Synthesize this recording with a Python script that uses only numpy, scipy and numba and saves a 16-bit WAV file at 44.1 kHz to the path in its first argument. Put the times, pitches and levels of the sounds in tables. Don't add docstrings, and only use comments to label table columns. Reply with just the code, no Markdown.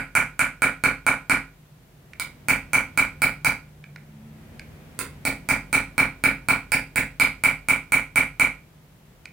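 import sys
import numpy as np
from scipy import signal
from scipy.fft import rfft, irfft, next_fast_len
from scipy.io import wavfile
from scipy.ndimage import uniform_filter1d, minimum_filter1d
from numba import njit

SR = 44100
rng = np.random.default_rng(int(sys.argv[2]) if len(sys.argv) > 2 else 0)


def pcm_store(signal):
    levels = np.round(np.clip(np.atleast_2d(signal), -1, 1) * 32767)
    wavfile.write(sys.argv[1], SR, levels.astype(np.int16).T)


N = 411012


def undb(db):
    return 10 ** (np.asarray(db) / 20)


def unit(x):
    return x / np.sqrt(np.sum(x ** 2))


def across(hz, table, axis=1):
    table = np.array(table, float)
    return np.interp(np.log(np.maximum(hz, 1)), np.log(table[:, 0]), table[:, axis])


def colour(x, spectrum):
    size = next_fast_len(x.shape[-1])
    hz = np.arange(size // 2 + 1) * SR / size
    return irfft(rfft(x, size) * undb(across(hz, spectrum)), size)[..., :x.shape[-1]]


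def tilted(spectrum, db_per_octave):
    return [(hz, db + db_per_octave * np.log2(hz)) for hz, db in spectrum]


def knock(spectrum, size=4096):
    hz = np.arange(size // 2 + 1) * SR / size
    cepstrum = irfft(np.log(undb(across(hz, spectrum))))
    cepstrum[1:size // 2] *= 2
    cepstrum[size // 2 + 1:] = 0
    return unit(irfft(np.exp(rfft(cepstrum))))


def ring(modes, t, stretch=1):
    out = np.zeros(len(t))
    for hz, width, db in modes:
        decay = np.exp(-np.pi * width * t)
        out += undb(db) * width * decay * np.sin(2 * np.pi * hz * stretch * t)
    return unit(out)


def chatter(pulse, decay_s):
    grit = rng.standard_normal(len(pulse)) * np.exp(-np.arange(len(pulse)) / SR / decay_s)
    return unit(signal.fftconvolve(grit, pulse)[:len(pulse)])


def add(track, s, sound):
    i = SR + int(s * SR)
    track[i:i + len(sound)] += sound


def blows(strike_s=0.0014, contact_s=0.0048, lag_s=0.0005, grit_db=-1, bed_hz=2950):
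    # (time [s], force [dB], squareness [dB])
    taps = [(-0.078, -2.5, 0.5), (0.1519, -0.5, -1), (0.3928, -3, 0), (0.62, -2, 0), (0.8378, -2, 0),
            (1.0656, -1.5, -0.5), (1.297, -2, -0.5), (2.198, -22.5, 6.5), (2.4846, 0, 0), (2.7327, 0, 1.5),
            (2.9751, -2.5, 3), (3.219, -2, 2), (3.447, -1, 0), (4.9905, -13, -14.5), (5.2519, -1, -5.5),
            (5.4886, 1, -3.5), (5.7287, 0, -0.5), (5.98, 0.5, 0.5), (6.2382, 1, 0), (6.486, 0, -0.5),
            (6.7195, 1, -3), (6.9588, 0.5, -5.5), (7.1985, -2, 0), (7.4372, -1.5, -1), (7.6857, -2, -1.5),
            (7.921, -1.5, -1.5), (8.1584, -1, -1.5), (8.3974, -2.5, 0.5)]
    colours = [(-1, 5.5, 6, 3.5, -14, -3.5, -3), (2, -2.9, 5.5, 2.6, -7.5, -1.5, 0),
               (7, -3.5, 10.5, 5, -9, -4, 2.5)]
    # (frequency [Hz], width [Hz], relative level [dB])
    sheet_modes = [(1471.5, 61, 18), (1600, 200, 7.5)]
    hammer_modes = [(2307, 97, 11.5), (2550, 80, -16.5), (2178, 240, -0.5), (2580, 490, -53)]
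    clink_modes = [(4263, 51, 3), (4350, 420, 0), (4915, 180, 7.5)]
    punch_modes = [(8080, 460, 2.6), (8630, 180, 9), (9254, 750, 14.3), (11040, 96, 7.5)]
    zing_modes = [(15430, 260, 0)]
    # (frequency [Hz], relative level [dB])
    thud_spectrum = [(20, -23), (45, 13.5), (80, 5), (140, 1), (270, -8.5), (400, -9), (600, 5), (850, 8),
                     (1100, -3.5), (1850, 5.5), (2600, 8.5), (3400, -22), (8000, -76)]
    rebound_spectrum = [(20, -22), (48, 3.5), (75, -8.5), (120, 0), (270, -4), (450, -22.5), (2000, -67.5)]
    crack_spectrum = [(1000, -1.5), (2600, 1), (3300, -30.5), (3800, -9.5), (4300, 4), (4900, -0.5),
                      (5600, 0), (7000, 0), (10300, 2.5), (12200, -3), (14500, 2), (15700, -0.5),
                      (16500, -17)]

    thud_db, clink_db = 0.8, -13.5
    extra_clink_db, clink_fade_s = 22, 0.27
    extra_crack_db, crack_fade_s = 3, 0.41
    dulling_per_s = 0.68
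    steel_slope = 0.45
    scatter_db, detune = 0.85, 0.0013
    rebound_s, rebound_db = 0.028, -10.5

    t = np.arange(4096) / SR
    thud, rebound = knock(thud_spectrum), knock(rebound_spectrum)
    bed = signal.butter(8, bed_hz, fs=SR, output="sos")
    out = np.zeros(N + 2 * SR)
    for s, force, square in taps:
        latest = [row for row in colours if row[0] <= s][-1]
        begins, sheet_db, hammer_db, punch_db, zing_db, crack_db, tilt = latest
        age = s - begins
        sheet, hammer, clink, punch, zing = (
            ring(modes, t, 1 + detune * rng.standard_normal())
            for modes in (sheet_modes, hammer_modes, clink_modes, punch_modes, zing_modes))
        metal = undb(sheet_db) * sheet + undb(hammer_db) * hammer
        body = undb(thud_db) * thud + undb(square) * metal
        crack = knock(tilted(crack_spectrum, tilt - dulling_per_s * age))
        contact = unit(chatter(crack, strike_s) + undb(grit_db) * chatter(crack, contact_s))
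        clink_now_db = clink_db + extra_clink_db * np.exp(-age / clink_fade_s)
        crack_now_db = crack_db + extra_crack_db * np.exp(-age / crack_fade_s)
        steel_db = np.array([punch_db, clink_now_db, crack_now_db, zing_db])
        steel_db = steel_db + steel_slope * force + scatter_db * rng.standard_normal(size=4)
        add(out, s, undb(steel_db) @ np.array([punch, clink, contact, zing]))
        add(out, s + lag_s, undb(force) * signal.sosfilt(bed, body))
        add(out, s + rebound_s, undb(force + rebound_db) * rebound)
    return out


def workshop(diffuse_db=0.07, standing_db=-1.3, gap_s=0.00024, port_lag_s=0.00002, count=26):
    # (frequency [Hz], relative level [dB], t60 [s], build-up [s], left-right likeness [0-1])
    diffuse = [(46.3, -3.5, 0.2, 0.07, 1), (129.6, 6, 0.35, 0.01, 1), (295, 4.5, 0.26, 0.028, 0.94),
               (670, 4, 0.25, 0.0037, 0.9), (1470, 6.5, 0.26, 0.008, 0.6), (2064, 10.5, 0.26, 0.016, 0.84),
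               (4140, 3, 0.28, 0.0032, 0), (8900, 1, 0.21, 0.0031, 0), (14700, 3, 0.2, 0.003, 0)]
    # (frequency [Hz], relative peak level [dB], t60 [s])
    standing = [(46, 15, .75), (123, 11, .45), (152, 15, .5), (174, 11, .45), (252, 16, .25),
                (270, 22, .33), (532, 14, .33), (855, 10, .28), (1016, 17, .27), (1296, 13, .27),
                (1392, 15, .27), (1434, 10, .27), (1484, 11, .27), (1764, 11, .27), (1935, 13, .27),
                (2119, 15, .25), (2216, 20, .25), (2281, 10, .25), (2301, 14, .25), (2381, 16, .25),
                (2434, 15, .25)]
    # (delay [s], level [dB])
    echoes = [(.0086, -19.5), (.0124, -20.5), (0.0216, -6), (0.034, -11.5), (0.0386, -15), (0.073, -22),
              (.0747, -14)]

    t = np.arange(SR * 3 // 4) / SR
    late = np.maximum(t - gap_s, 0)
    bins = np.fft.rfftfreq(len(t), 1 / SR)
    edges = np.geomspace(25, 18000, count + 1)
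    out = np.zeros((2, len(t)))
    for lo, hi in zip(edges, edges[1:]):
        db, t60, rise, alike = (across(np.sqrt(lo * hi), diffuse, axis=k) for k in range(1, 5))
        band = (bins >= lo) & (bins < hi)
        noise = irfft(rfft(rng.standard_normal((2, len(t)))) * band, len(t))
        swell = (1 - np.exp(-late / rise)) * np.exp(-np.log(1000) * late / t60)
        mid, side = (unit(n * swell) * np.sqrt(band.mean()) for n in noise)
        stereo = np.sqrt((1 + alike) / 2) * mid + np.sqrt((1 - alike) / 2) * np.array([side, -side])
        out += undb(db + diffuse_db) * stereo

    port_t = t - np.array([[0], [port_lag_s]])
    for hz, db, t60 in standing:
        decay = np.log(1000) / t60
        wave = np.exp(-decay * t) * np.cos(2 * np.pi * hz * port_t)
        out += undb(db + standing_db) * 2 * decay / SR * wave

    bounce = signal.windows.hann(11)
    for s, db in echoes:
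        i = int(s * SR)
        out[:, i:i + len(bounce)] += undb(db) * bounce / bounce.sum()
    out[:, 0] += 1
    return out


def shaded_ports(taps):
    # (frequency [Hz], left minus right [dB])
    shade = [(100, -0.3), (600, 0.1), (1300, -3.5), (2400, -4.5), (4400, -6.5), (8000, -8), (15000, -7.5)]
    ports = []
    for x, sign in zip(taps, (1, -1)):
        half_shade = [(hz, sign * db / 2) for hz, db in shade]
        ports.append(colour(x, half_shade))
    return np.array(ports)


def air(spectrum, wide_hz=900):
    mid, side = colour(rng.standard_normal((2, N)), spectrum)
    side = signal.sosfilt(signal.butter(1, wide_hz, "high", fs=SR, output="sos"), side)
    return np.array([mid + side, mid - side]) / mid.std()


def background(floor_db=-54.0):
    # (frequency [Hz], relative level [dB])
    floor = [(20, -26.5), (45, 0), (90, -7.5), (150, 6.5), (220, -11.5), (450, -13), (1000, -19.5),
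             (3000, -26), (5000, -31), (10000, -32.5), (15500, -30.5), (16500, -48)]
    return undb(floor_db) * air(floor)


def walk(rate):
    k = int(SR / rate)
    return uniform_filter1d(np.repeat(rng.standard_normal(N // k + 1), k), k)[:N]


def vehicle():
    # (frequency [Hz], relative level [dB])
    road = [(25, -11), (70, 5.5), (150, 2), (240, -1), (350, -8.5), (650, -13.5), (1200, -22),
            (2200, -20.5), (4000, -32.5), (7000, -37)]
    # (time [s], level [dB])
    road_level = [(0, -58), (1.8, -61.5), (2.3, -50), (3.0, -48), (3.9, -56.5), (4.45, -47), (4.75, -45.5),
                  (5.4, -47), (8.7, -57.5), (9.3, -57.5)]
    # (loudest at [s], pitch then [Hz], rise [Hz per s], level [dB], half-width of the swell [s])
    engine = [(3.7, 149.8, 0.982, -45.5, 0.69), (4.25, 217, 35, -50, 0.21)]
    falloff_db = 14.5
    waver, flutter_db = 0.015, 2

    t = np.arange(N) / SR
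    road_s, road_db = np.transpose(road_level)
    out = undb(np.interp(t, road_s, road_db)) * air(road)
    for s, hz, rise, db, width in engine:
        swell_db = -falloff_db * np.log10(1 + ((t - s) / width) ** 2)
        pitch = (hz + rise * (t - s)) * (1 + waver * walk(17))
        phase = 2 * np.pi * np.cumsum(pitch) / SR
        out += np.sqrt(2) * undb(db + swell_db + flutter_db * walk(9.1)) * np.sin(phase)
    return out


def touches(touch_db=2.0, contact_s=0.002):
    # (time [s], relative energy [dB], brightness [dB per octave])
    touch_times = [(2.134, -19.5, -0.5), (3.8404, -20.5, -3.5), (3.9601, -18, -2), (4.595, -15.5, 1.5),
                   (9.2555, -15, 0)]
    # (frequency [Hz], relative level [dB])
    tick_spectrum = [(300, -12), (1000, -10), (1500, 12), (1850, 1), (2350, 10), (3200, -7), (4400, -1.5),
                     (6000, -11), (9500, -15), (15500, -33)]
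    out = np.zeros(N + 2 * SR)
    for s, db, tilt in touch_times:
        tick = knock(tilted(tick_spectrum, tilt))
        add(out, s, undb(db + touch_db) * chatter(tick, contact_s))
    return out


def scene(near_share=0.8):
    ticks = touches()
    into_room = blows() + (1 - near_share) * ticks
    room = signal.fftconvolve(into_room[None], workshop(), axes=1)
    taps = room[:, SR:SR + N] + near_share * ticks[SR:SR + N]
    return shaded_ports(taps) + vehicle() + background()


@njit
def hold_peaks(over, fall):
    out, e = np.empty(len(over)), 0.
    for i in range(len(over)):
        e = max(over[i], e * fall + 1e-18)
        out[i] = e
    return out


def record(dry, ceiling_db=-5, release_s=0.014, size=24, top_hz=15900):
    peak_db = 20 * np.log10(np.abs(dry).max(axis=0) + 1e-9)
    over_db = np.maximum(peak_db - ceiling_db, 0)
    gain = undb(-hold_peaks(over_db, np.exp(-1 / (release_s * SR))))
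    gain = uniform_filter1d(minimum_filter1d(gain, size), size)
    return signal.sosfilt(signal.ellip(8, .2, 70, top_hz, fs=SR, output="sos"), dry * gain)


dry = scene()
out = record(dry)
pcm_store(out)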